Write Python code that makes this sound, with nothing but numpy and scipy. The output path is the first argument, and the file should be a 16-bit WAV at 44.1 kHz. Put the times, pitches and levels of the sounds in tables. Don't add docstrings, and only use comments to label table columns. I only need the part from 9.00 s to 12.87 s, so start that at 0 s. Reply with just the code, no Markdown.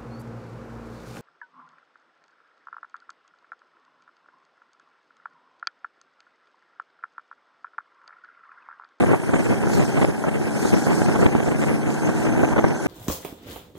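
import sys
import numpy as np
from scipy import signal
from scipy.fft import rfft, irfft
from scipy.io import wavfile
from scipy.ndimage import uniform_filter1d

SR = 44100
rng = np.random.default_rng(int(sys.argv[2]) if len(sys.argv) > 2 else 0)


def int16_out(signal):
    q = np.round(np.clip(np.atleast_2d(signal).T, -1, 1) * 32767)
    wavfile.write(sys.argv[1], SR, q.astype(np.int16))


N = 170667
TIME = np.arange(N) / SR
BINS = np.maximum(np.fft.rfftfreq(N, 1 / SR), 1)

# time in seconds, level in dB.
GUST_LEVEL = [(0.0, 1), (0.14, 9), (0.18, -5.5), (0.34, 5), (0.42, 1), (0.5, 6.5), (0.59, -1), (0.67, 2),
              (0.73, 1), (0.77, 9.5), (0.89, -2.5), (1.0, 7.5), (1.17, -6.5), (1.28, 0.5), (1.31, -3),
              (1.37, -0.5), (1.5, -1), (1.72, 1), (1.75, 9), (1.81, -4), (1.88, 4.5), (2.1, 5.5), (2.27, 3),
              (2.32, -0.5), (2.35, 3), (2.41, 3.5), (2.49, 1), (2.58, 0.5), (2.71, 2), (2.83, -2.5),
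              (2.89, 1.5), (2.96, -3.5), (3.07, 5), (3.13, -1), (3.17, 4), (3.32, 5.5), (3.43, 5.5),
              (3.51, -3), (3.62, -2), (3.72, 3.5), (3.79, -13), (3.86, 4)]
# frequency in Hz, density in dB per Hz.
WIND_SPECTRUM = [(25, -67), (45, -74), (65, -61), (100, -53), (150, -49.5), (230, -52), (350, -53.5),
                 (500, -61.5), (750, -66), (1200, -75.5), (1900, -77), (2700, -78), (4000, -101.5),
                 (7000, -105)]
GUST_TOP_SHARE = 0.5
WIND_BILLOW_DB, WIND_BILLOW_HZ = 1.5, 2.9
EDDY_HZ = 60.4
EDDY_BASS_DB, EDDY_TREBLE_DB = 0.9, 2.5
SHARED_EDDY, OWN_EDDY = 1.66, 0.71

# start in seconds, body level in dB, length in seconds,
# thump level in dB relative to the body, crackle level in dB.
BUFFET_EVENTS = [(.004, -14.5, 0.0064, -3, -36), (0.02, -18, 0.012, 3, -40), (0.036, -11, 0.014, -2, -55),
                 (.077, -18.5, 0.022, -2, -54), (0.103, -14.5, 0.017, -2, -53),
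                 (.131, -12, 0.016, 1.5, -54), (0.29, -18, 0.012, 5, -57), (.334, -13, 0.013, 1, -41),
                 (0.494, -21, 0.0073, 0, -55), (.522, -17, .015, 6, -49), (0.633, -15.5, 0.0072, 0, -51),
                 (0.668, -17, 0.012, 3, -57), (0.696, -17, 0.0085, -6, -44), (0.769, -20, 0.016, 4, -45),
                 (0.794, -18, 0.021, 2, -44), (0.972, -15, 0.013, 5.5, -38), (1.013, -13.5, 0.021, 4, -35),
                 (1.044, -9.5, 0.0055, 4, -32), (1.085, -25.5, 0.021, 13, -58),
                 (1.239, -15, 0.014, -9, -59), (1.269, -18, 0.016, 4, -51), (1.649, -12, 0.01, 4, -43),
                 (1.74, -17, 0.015, 7, -53), (1.866, -13, 0.0085, -1, -56), (1.908, -15.5, 0.012, -3, -45),
                 (2.082, -14.5, 0.014, -4, -48), (2.151, -15.5, 0.017, 1, -42),
                 (2.189, -16.5, 0.019, 7, -55), (2.227, -11, 0.0075, 7, -54), (2.258, -12, 0.0093, 10, -30),
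                 (2.351, -24, 0.0047, 19, -55), (2.398, -21, 0.0067, -6, -35),
                 (2.478, -17, 0.014, 7.5, -45), (2.52, -25, 0.0083, 8, -50),
                 (2.614, -17.5, 0.032, -15, -40), (2.709, -16, 0.0074, -1, -55),
                 (3.031, -18.5, 0.0065, -4, -46), (3.09, -10.5, 0.0068, -1, -54),
                 (3.383, -25, 0.011, -6, -55), (3.431, -12, 0.012, 6, -60), (3.478, -14, 0.004, 5.5, -59),
                 (3.521, -19.5, 0.023, 5, -54), (3.561, -10, 0.012, -5, -41),
                 (3.579, -11.5, 0.0196, 3, -37.5), (3.64, -8, 0.01, -0.5, -40)]
# frequency in Hz, density in dB per Hz.
BUFFET_SPECTRUM = [(40, -49), (100, -31), (250, -31.5), (500, -34.5), (900, -43.5), (1400, -49),
                   (2000, -58.5), (3000, -84), (4500, -100)]
# frequency in Hz, density in dB per Hz.
CRACKLE_SPECTRUM = [(800, -56), (2000, -28.5), (3400, -38), (4500, -52), (8000, -64)]
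BUFFET_EDGE_S, BUFFET_FADE_DB, BUFFET_RAGGED_DB = 0.00088, 1.5, 2.5
THUMP_BELOW_HZ = 310
BODY_EVEN_S, THUMP_EVEN_S = 0.0045, 0.0124

# time in seconds, level in dB.
SAND_LEVEL_CURVE = [(0.0, -47.5), (0.3, -49), (0.45, -45), (0.65, -49.5), (0.73, -39), (0.75, -36.5),
                    (0.81, -42), (0.97, -46), (1.02, -42.5), (1.13, -50), (1.48, -47), (1.69, -37.5),
                    (1.8, -42), (1.87, -39.5), (1.91, -46.5), (1.95, -38.5), (2.17, -45.5), (2.21, -41),
                    (2.34, -50.5), (2.48, -45), (2.55, -50), (2.63, -42.5), (2.84, -52), (2.92, -43),
                    (2.96, -46.5), (3.21, -43.5), (3.39, -50.5), (3.48, -46), (3.55, -52.5), (3.87, -46)]
# frequency in Hz, density in dB per Hz.
SAND_SPECTRUM = [(2600, -55), (3050, -46), (4000, -43.5), (4450, -40), (5200, -34), (6400, -36.5),
                 (7500, -35), (8600, -36), (9300, -45.5), (10200, -38.5), (11300, -44), (12600, -51.5),
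                 (14000, -51)]
SAND_FLUTTER_DB, SAND_FLUTTER_HZ = 3, 21.2
SAND_GRAIN_DB, SAND_CHOP_DB = 1, 0.33
SAND_SECOND_PORT_DB = 0.44

WHINE_PITCHES = [3230, 5694, 6284, 8614, 9785, 10380]
WHINE_WIDTHS = [63, 20, 83, 80, 120, 270]
WHINE_LEVELS = [-62.5, -65, -60.5, -67, -59, -54.5]
WHINE_RISES = [-1, 4, 3.5, -7, -1, -1.5]
WHINE_WANDER, WHINE_WAVER_DB = .003, 3.5

# frequency in Hz, density in dB per Hz.
ROAR_SPECTRUM = [(60, -88), (150, -56), (220, -60), (360, -58.5), (520, -67.5), (820, -65), (1200, -80.5),
                 (1550, -70.5), (2100, -91), (3200, -101.5), (4500, -100), (12000, -104)]
# time in seconds, level in dB.
ROAR_LEVEL_CURVE = [(0, -4), (.8, 0.5), (1.3, -3.5), (2.0, 4), (2.6, -2.5), (3.4, 2.5), (3.87, -0.5)]
MAIN_BLADE_HZ, FIRST_BLADE_S = 25.79, 0.00042
SWISH_BASS_DB, SWISH_TREBLE_DB, SWISH_SPLIT_HZ = 2.5, 0.7, 1010
SWISH_UNEVEN = 0.1
SLAP_DB, SLAP_S = 3.0, 0.0035
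TAIL_CHOP_DB, FIRST_TAIL_BLADE_S = 2, 0.014

ROTOR_TONE_ORDERS = [(2, 0), (3, 0), (3, 1), (4, 0), (4, 1), (5, 0), (5, 1), (6, 1), (9, 1), (10, 1)]
ROTOR_TONE_LEVELS = [-35.5, -30.5, -38, -38, -36, -62, -60, -53, -53, -54]
# time in seconds, harmonics in dB, side tones in dB.
ROTOR_TONE_SWELL = [(0, -15, -13), (.45, -16, -28), (.65, 0, -4), (1.05, -12, -11), (1.45, -2, -30),
                    (1.9, -3, 3), (2.25, 0.5, -4), (2.42, -8, -3), (2.62, 3, 0), (3.0, -1.5, 2),
                    (3.4, -7, 8), (3.65, 2, 2.5), (3.87, -22, -1.5)]
TAIL_BLADE_HZ = 72.8
TONE_WAVER_DB, SPEED_WANDER = 1.14, 0.00046

# frequency in Hz, share from 0 to 1.
CROSSFEED_SHARE = [(100, 1), (4100, 1), (4700, .4), (14000, .33)]
# frequency in Hz, gain in dB.
WIDTH_GAIN = [(100, -1), (500, 0), (1000, 0.5), (2000, 6.5), (3200, -1), (6000, -1), (12000, 0.5)]
PORT_DELAY_S = .000385
DIP_DB, DIP_WIDTH_HZ = -29, 174
CUTOFF_HZ = 13850


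def from_db(db):
    return 10 ** (np.asarray(db) / 20)


def in_time(rows):
    return np.interp(TIME, *np.transpose(rows))


def at_hz(points, hz):
    f, value = np.transpose(points)
    return np.interp(np.log(hz), np.log(f), value)


def drift(rate):
    r = np.exp(-40 * np.pi * rate / SR)
    steps = rng.standard_normal(N // 20 + 3002)
    slow = signal.lfilter([1], [1, -2 * r, r * r], steps)[3000:]
    return np.interp(np.arange(N) / 20, np.arange(len(slow)), slow / slow.std())


def noise_bins(spectrum, channels=2):
    white = rfft(rng.standard_normal((channels, N)))
    return white * from_db(at_hz(spectrum, BINS)) * np.sqrt(SR / 2)


def noise_bands(spectrum, count):
    centres = np.geomspace(spectrum[0][0], spectrum[-1][0], count)
    bins = noise_bins(spectrum)
    for k, share in enumerate(np.eye(count)):
        window = np.interp(np.log(BINS), np.log(centres), share)
        yield k / (count - 1), irfft(bins * window, N)


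def evened(noise, hold_s):
    power = uniform_filter1d(noise ** 2, max(int(hold_s * SR), 1))
    return noise * np.sqrt(power.mean() / (power + .05 * power.mean()))


def wind():
    gust_db, eddies, out = in_time(GUST_LEVEL), drift(EDDY_HZ), 0
    for height, band in noise_bands(WIND_SPECTRUM, count=9):
        own_eddies = np.array([drift(EDDY_HZ), drift(EDDY_HZ)])
        strength = SHARED_EDDY * eddies + OWN_EDDY * own_eddies
        eddy_db = (EDDY_BASS_DB + (EDDY_TREBLE_DB - EDDY_BASS_DB) * height) * strength
        billow_db = WIND_BILLOW_DB * (1 - height) * drift(WIND_BILLOW_HZ)
        followed_db = gust_db * (1 + (GUST_TOP_SHARE - 1) * height)
        out = out + band * from_db(billow_db + followed_db + eddy_db)
    return out


def buffets():
    body_gain, thump_gain, crackle_gain = 0, 0, 0
    for start, db, length, thump_db, crackle_db in BUFFET_EVENTS:
        nearest_edge = np.minimum(TIME - start, start + length - TIME)
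        gate = np.clip(nearest_edge / BUFFET_EDGE_S + .5, 0, 1)
        burst = gate * from_db(-BUFFET_FADE_DB * np.clip((TIME - start) / length, 0, 1))
        body_gain = body_gain + from_db(db) * burst
        thump_gain = thump_gain + from_db(db + thump_db) * burst
        crackle_gain = crackle_gain + from_db(crackle_db) * burst
    low = 1 / (1 + (BINS / THUMP_BELOW_HZ) ** 6)
    body = evened(irfft(noise_bins(BUFFET_SPECTRUM) * np.sqrt(1 - low), N), BODY_EVEN_S)
    thump = evened(irfft(noise_bins(BUFFET_SPECTRUM) * np.sqrt(low), N), THUMP_EVEN_S)
    crackle = irfft(noise_bins(CRACKLE_SPECTRUM), N)
    bursts = body * body_gain + thump * thump_gain + crackle * crackle_gain
    return bursts * from_db(BUFFET_RAGGED_DB * drift(310))


def sand():
    hiss = 0
    for _, band in noise_bands(SAND_SPECTRUM, count=14):
        hiss = hiss + band * from_db(SAND_FLUTTER_DB * drift(SAND_FLUTTER_HZ))
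    wash_db = SAND_CHOP_DB * np.cos(2 * np.pi * MAIN_BLADE_HZ * (TIME - FIRST_BLADE_S))
    grain_db = SAND_GRAIN_DB * drift(740)
    level = from_db(in_time(SAND_LEVEL_CURVE) + wash_db + grain_db)
    return hiss * level * from_db([[0], [SAND_SECOND_PORT_DB]])


def turbines():
    out = 0
    for hz, width_hz, db, rise in zip(WHINE_PITCHES, WHINE_WIDTHS, WHINE_LEVELS, WHINE_RISES):
        phase = 2 * np.pi * np.cumsum(hz * (1 + WHINE_WANDER * drift(4))) / SR
        smeared = np.array([drift(width_hz) * np.cos(phase) + drift(width_hz) * np.sin(phase)
                            for port in range(2)])
        level_db = db + rise * (TIME - TIME.mean()) + WHINE_WAVER_DB * drift(6.8)
        out = out + smeared * from_db(level_db)
    return out


def main_rotor():
    blades = MAIN_BLADE_HZ * (TIME - FIRST_BLADE_S)
    swish = np.cos(2 * np.pi * blades) * (1 + SWISH_UNEVEN * drift(2.3))
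    since_blade_s = (blades % 1) / MAIN_BLADE_HZ
    slap = np.exp(-since_blade_s / SLAP_S)
    chop = np.cos(2 * np.pi * TAIL_BLADE_HZ * (TIME - FIRST_TAIL_BLADE_S))
    bins = noise_bins(ROAR_SPECTRUM, channels=1)
    upper = BINS ** 2 / (BINS ** 2 + SWISH_SPLIT_HZ ** 2)
    bass = irfft(bins * (1 - upper), N) * from_db(SWISH_BASS_DB * swish)
    treble = irfft(bins * upper, N) * from_db(SWISH_TREBLE_DB * swish)
    return (bass + treble) * from_db(in_time(ROAR_LEVEL_CURVE) + SLAP_DB * slap + TAIL_CHOP_DB * chop)


def tail_rotor():
    turned = TIME + np.cumsum(SPEED_WANDER * drift(1.43)) / SR
    s, harmonic_db, side_tone_db = np.transpose(ROTOR_TONE_SWELL)
    out = 0
    for (tail, main), db in zip(ROTOR_TONE_ORDERS, ROTOR_TONE_LEVELS):
        cycles = (tail * TAIL_BLADE_HZ + main * MAIN_BLADE_HZ) * turned + rng.random()
        swell_db = np.interp(TIME, s, side_tone_db if main else harmonic_db)
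        level = from_db(db + swell_db + TONE_WAVER_DB * drift(2.0))
        out = out + level * np.sin(2 * np.pi * cycles)
    return np.sqrt(2) * out


def scene():
    return wind() + buffets() + sand() + turbines() + main_rotor() + tail_rotor()


def record(dry):
    ports = rfft(dry)
    delay = np.exp(-2j * np.pi * BINS * PORT_DELAY_S)
    left, right = ports - at_hz(CROSSFEED_SHARE, BINS) * delay * ports[::-1]
    dip = from_db(DIP_DB * np.exp(-((BINS - 1 / PORT_DELAY_S) / DIP_WIDTH_HZ) ** 2))
    mid = (left + right) / 2 * dip
    side = (left - right) / 2 * from_db(at_hz(WIDTH_GAIN, BINS))
    clipped = np.clip(irfft(np.array([mid + side, mid - side]), N), -1, 1)
    top_cut = signal.ellip(12, .1, 90, CUTOFF_HZ, fs=SR, output="sos")
    return signal.sosfilt(top_cut, clipped)


dry = scene()
out = record(dry)
int16_out(out)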